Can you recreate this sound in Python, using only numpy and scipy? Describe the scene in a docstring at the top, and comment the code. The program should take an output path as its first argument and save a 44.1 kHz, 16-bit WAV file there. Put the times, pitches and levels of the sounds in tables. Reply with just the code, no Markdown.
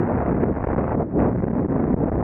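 """High in the open air, in freefall, wind roars over a small camera microphone.
Eddies (little swirls of air) beat on its opening. Slow buffets (shoves of air) push its diaphragm,
the thin skin that senses sound, to its limit, which chops the roar into a sputter.
Single swirls slap the opening, and a faint crackle sits on top.
Around one second the flow turns smooth, drops into a short lull and surges back."""
import sys
import numpy as np
from scipy import signal
from scipy.fft import rfft, irfft, next_fast_len
from scipy.io import wavfile
from scipy.ndimage import uniform_filter1d

SR = 44100
rng = np.random.default_rng(int(sys.argv[2]) if len(sys.argv) > 2 else 0)


def store_wav(level_fs):
    """Save 16-bit WAV to argv[1]."""
    pcm = np.round(np.clip(np.atleast_2d(level_fs), -1, 1) * 32767)
    wavfile.write(sys.argv[1], SR, pcm.T.astype(np.int16))


N = 98695

# Tone of the crackle: (frequency [Hz], relative level [dB])
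CRACKLE_TONE = [(1500, -12), (3200, -2), (5300, 3), (7500, -5), (11000, -10.5), (16000, -19)]
# Sharper spits of crackle: (time [s], level [dB])
SPITS = [(0.407, -76.5), (.57, -77.5), (.717, -81), (1.188, -70), (1.297, -76), (1.38, -76), (1.612, -74.5),
         (1.706, -74.5), (1.987, -77.5), (2.146, -79.5)]
# Single swirls that slap the opening: (time [s], relative level [dB], rough pitch [Hz])
SLAPS = [(.329, -10, 350), (0.426, -12.5, 450), (0.514, -5, 130), (0.628, -15, 300), (.646, -20, 400),
         (.673, -14.5, 350), (0.691, -14, 450), (0.721, -13, 918), (1.349, -9.5, 220), (1.38, -9.5, 200),
         (1.436, -5, 170), (1.484, -14.5, 1206), (1.942, -5, 201.3), (2.118, -12.5, 400), (2.179, -6, 270)]
# How the opening and its cover shape the sound: (frequency [Hz], gain [dB])
OPENING_TONE = [(20, -22), (35, -13), (60, -3.5), (130, -2), (250, -1.5), (500, 0.5), (800, 0), (1300, -6),
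                (2000, -8.5), (2500, -16), (2800, -23), (3150, -35), (3600, -42.5), (8000, -72.5)]
# Tone of the eddies: (frequency [Hz], relative level [dB])
EDDY_TONE = [(30, -0.5), (120, 4), (250, 3), (400, -2.5), (650, -8), (1000, -17.5), (1900, -30.5),
             (3000, -37)]
# How hard the buffets push, compared with the diaphragm's limit: (time [s], level [dB])
BUFFET_STRENGTH = [(0, -7.5), (.48, -6), (.6, -0.5), (.75, 2), (.8, -8.5), (.95, -6.5), (1.0, -16.5),
                   (1.28, -8), (1.36, -1.5), (1.5, -2.5), (1.68, -2), (1.75, -8), (1.92, -4), (2.03, -6),
                   (2.12, -1), (2.24, -5)]
# Big buffets that pin the diaphragm and choke the roar: (time [s], half length [s])
CHOKES = [(0.243, 0.0045), (0.335, 0.0042), (0.536, 0.0058), (0.614, 0.0077), (0.634, 0.0056),
          (0.657, 0.0058), (.68, 0.0064), (0.723, 0.012), (0.754, 0.0096), (1.37, 0.0062), (1.411, 0.0056),
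          (1.446, 0.005), (1.495, 0.005), (1.523, 0.0053), (1.674, 0.017), (1.954, 0.016), (2.102, 0.0057),
          (2.111, 0.013), (2.22, 0.0064)]
# Flaps, short bursts of rougher air; negative ones dip the level: (time [s], gain [dB])
FLAPS = [(0.101, 2), (0.119, 6.5), (0.224, 5.5), (.288, 5), (0.436, 9), (0.484, 3), (.497, 2.5),
         (0.572, 4.5), (0.6, -8), (0.625, -4), (.646, 11), (0.673, 7.5), (.689, 5), (0.72, 9.5),
         (0.743, -7), (.785, 6), (0.949, 11.5), (1.026, 7.5), (1.43, -6), (1.484, 2), (1.514, -3),
         (1.535, 3.5), (1.586, 1.5), (1.692, -7), (1.748, -0.5), (1.761, 7.5), (1.802, 4.5), (1.841, 4.5),
         (1.886, -7), (1.922, -8), (2.084, 2), (2.12, -1), (2.158, 2), (2.228, -4.5)]
# Where the roar rings with a hollow sound: (time [s], pitch [Hz])
HOLLOW_PITCH = [(0.0, 209), (.15, 282), (.31, 222), (.44, 280), (.52, 188), (.62, 298), (.87, 240),
                (1.0, 320), (1.15, 300), (1.25, 270), (1.44, 200), (1.55, 280), (1.78, 300), (1.9, 260),
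                (2.05, 337.5), (2.24, 270)]
# The roar's bass, before its trim: (time [s], level [dB])
BASS_LEVEL = [(0.0, -42), (.18, -27), (.35, -32.5), (.5, -34), (.57, -31.5), (.66, -26.5), (.8, -29),
              (.86, -34.5), (.91, -26.5), (1.01, -29.5), (1.1, -42.5), (1.2, -24), (1.32, -31.5),
              (1.39, -30.5), (1.5, -40), (1.64, -33.5), (1.75, -35), (1.84, -33.5), (1.95, -30),
              (2.05, -34), (2.15, -25), (2.24, -29)]
# Its other bands, before their trims: (time [s], hollow level [dB], middle level [dB], treble level [dB])
UPPER_LEVELS = [(0.0, -17, -52, -35.5), (0.108, -29.5, -21, -40), (0.159, -19, -38.5, -37),
                (0.22, -31.5, -25, -37), (0.25, -31, -32, -36.5), (0.292, -20.5, -28.5, -37.5),
                (0.35, -22.5, -39, -40), (0.406, -21.5, -36, -40), (0.436, -19.5, -30.5, -36),
                (0.465, -22, -31.5, -43), (0.51, -23, -29.5, -46.5), (0.54, -31.5, -45, -42.5),
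                (0.58, -28.5, -29.5, -39.5), (0.65, -35, -32.5, -36.5), (0.71, -28.5, -27, -37),
                (0.755, -22, -33.5, -38), (0.79, -23.5, -24, -39), (0.869, -27, -34.5, -39.5),
                (0.931, -33.5, -23.5, -34), (0.971, -21, -33.5, -51.5), (1.01, -24.5, -21, -40),
                (1.06, -29.5, -46.5, -60), (1.111, -32.5, -48.5, -52), (1.16, -19.5, -29.0, -56),
                (1.2, -19.5, -26, -35), (1.27, -21, -23.5, -40), (1.321, -25, -35.5, -46.5),
                (1.398, -24.5, -45, -46), (1.429, -24, -34, -43), (1.46, -23.5, -43.5, -47.5),
                (1.54, -23, -36.5, -45), (1.579, -21, -31.5, -42.5), (1.67, -23, -37.5, -49.5),
                (1.749, -21, -32, -39.5), (1.86, -21.5, -34, -42), (1.93, -19.5, -34, -44),
                (1.969, -31, -36.5, -50.0), (2.029, -18, -29.5, -44.5), (2.111, -31.5, -30, -42.5),
                (2.16, -25, -32.5, -45.5), (2.24, -25.5, -28.5, -39.5)]

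FLAP_HALF_S = 0.0105


def from_db(db):
    """Turn decibels into a number to multiply by."""
    return 10 ** (np.asarray(db) / 20)


def unit_power(x):
    """Scale a sound so its average power is one."""
    return x / np.sqrt(np.mean(x ** 2) + 1e-20)


def curves(rows):
    """Join a table's points with straight lines, one curve per column after the time."""
    times, *columns = np.transpose(rows)
    return [np.interp(np.arange(N) / SR, times, column) for column in columns]


def humps(rows):
    """Smooth swells from rows of (time [s], half length [s], height)."""
    t = np.arange(N) / SR
    return sum(height * np.cos(np.pi / 2 * np.clip((t - time) / half, -1, 1)) ** 2
               for time, half, height in rows)


def keep_side(x, hz, side, order):
    """Keep the "low" or "high" side of a frequency; a higher order cuts more steeply."""
    return signal.sosfilt(signal.butter(order, hz, side, fs=SR, output="sos"), x)


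def split(x, hz):
    """Split a sound into a low and a high part that add back up to it."""
    low = signal.sosfiltfilt(signal.butter(2, hz, fs=SR, output="sos"), x)
    return low, x - low


def wobble(top_hz, order):
    """A random wiggle, mostly slower than top_hz."""
    return unit_power(keep_side(rng.standard_normal(N), top_hz, "low", order))


def shape_tone(x, tone):
    """Filter a sound to follow rows of (frequency [Hz], gain [dB])."""
    size = 2 * next_fast_len(N)
    hz, db = np.transpose(tone)
    grid_hz = np.maximum(np.fft.rfftfreq(size, 1 / SR), 1)
    gains = from_db(np.interp(np.log(grid_hz), np.log(hz), db))
    # Fold the filter so it rings only after a sound, never before it.
    folded = irfft(np.log(gains))
    folded[1:size // 2] *= 2
    folded[size // 2 + 1:] = 0
    return irfft(rfft(x, size) * np.exp(rfft(folded)))[:N]


def even_out(x, window_s=0.027):
    """Remove slow changes in loudness but leave the fast flutter."""
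    size = int(window_s * SR)
    power = uniform_filter1d(uniform_filter1d(x * x, size), size)
    return x / np.sqrt(power + 1e-12)


def crackle(rasp_db=-88, spread_db=8.5, spit_half_s=0.0097):
    """Faint short rasps, louder when the buffets are strong, and a few sharper spits."""
    strength_db, = curves(BUFFET_STRENGTH)
    clumps = np.minimum(wobble(top_hz=92, order=2), 1.8)
    spikes = rng.standard_normal(N) ** 3
    grains = spikes * from_db(spread_db * clumps + strength_db / 2)
    rasp = from_db(rasp_db) * unit_power(shape_tone(grains, CRACKLE_TONE))
    spit_gain = humps((time, spit_half_s, from_db(db)) for time, db in SPITS)
    hiss = unit_power(shape_tone(rng.standard_normal(N), CRACKLE_TONE))
    return rasp + spit_gain * hiss


def slaps(trim_db=-5.5):
    """Each swirl sucks and then pushes once as it passes the opening."""
    t, pressure = np.arange(N) / SR, np.zeros(N)
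    for time, db, hz in SLAPS:
        passage = 2 * np.pi * hz * (t - time)
        pressure += from_db(db + trim_db) * passage * np.exp(1 - np.abs(passage))
    return shape_tone(pressure, OPENING_TONE)


def eddies(pressure_db=-1, max_spread_db=4):
    """Little swirls beat fast on the opening, in bursts when the buffets are strong."""
    strength_db, = curves(BUFFET_STRENGTH)
    spread_db = max_spread_db * np.minimum(from_db(strength_db / 2), 1)
    bursts = from_db(spread_db * wobble(top_hz=153, order=2))
    swirls = shape_tone(rng.standard_normal(N), EDDY_TONE)
    return from_db(pressure_db) * unit_power(bursts * swirls)


def buffets(steady_push=0.5):
    """Slow random shoves of air that lean one way and let go during a flap."""
    strength_db, = curves(BUFFET_STRENGTH)
    shoves = from_db(strength_db) * (steady_push + wobble(top_hz=60.4, order=3))
    letting_go = np.minimum(humps((time, FLAP_HALF_S, 1) for time, _ in FLAPS), 1)
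    return shoves * (1 - letting_go)


def diaphragm(pressure, vent_hz=132):
    """The diaphragm can only move so far: strong pushes flatten the sound, and the biggest pin it."""
    pinned = np.minimum(humps((time, half, 1) for time, half in CHOKES), 1)
    swing = np.tanh(pressure) * (1 - pinned) + pinned
    vented = keep_side(swing, vent_hz, "high", order=1)  # a vent lets steady pressure leak away
    return shape_tone(vented, OPENING_TONE)


def add_hollow_ring(x, gain_db=-10.5, width_hz=100):
    """Add a broad, hollow ring whose pitch wanders with the flow."""
    hz, = curves(HOLLOW_PITCH)
    spin = np.exp(2j * np.pi * np.cumsum(hz) / SR)
    # Slide that pitch down to zero, keep what lies near it, then slide it back up.
    nearby = keep_side(x / spin, width_hz / 2, "low", order=1)
    return x + from_db(gain_db) * 2 * np.real(spin * nearby)


def wind_roar():
    """Eddies and buffets make a sputtering roar whose four bands swell and sink with the flow."""
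    flap_gain = from_db(humps((time, FLAP_HALF_S, db) for time, db in FLAPS))
    sputter = flap_gain * diaphragm(eddies() + buffets())
    bass, rest = split(sputter, hz=86.4)
    hollow, rest = split(rest, hz=418)
    middle, treble = split(rest, hz=1140)
    bands = (bass, add_hollow_ring(hollow), middle, treble)
    levels_db = curves(BASS_LEVEL) + curves(UPPER_LEVELS)  # a list of four curves
    trims_db = (-1, -0.5, -1.5, 2)
    return sum(from_db(level + trim) * even_out(band)
               for band, level, trim in zip(bands, levels_db, trims_db))


def scene():
    """Add the roar, the slaps and the crackle into one channel."""
    return (wind_roar() + slaps() + crackle())[None]


def record(dry):
    """Round the peaks a little and cut the highest treble."""
    rounded = 0.81 * np.tanh(dry / 0.79)
    return keep_side(rounded, hz=16000, side="low", order=12)


dry = scene()
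out = record(dry)
store_wav(out)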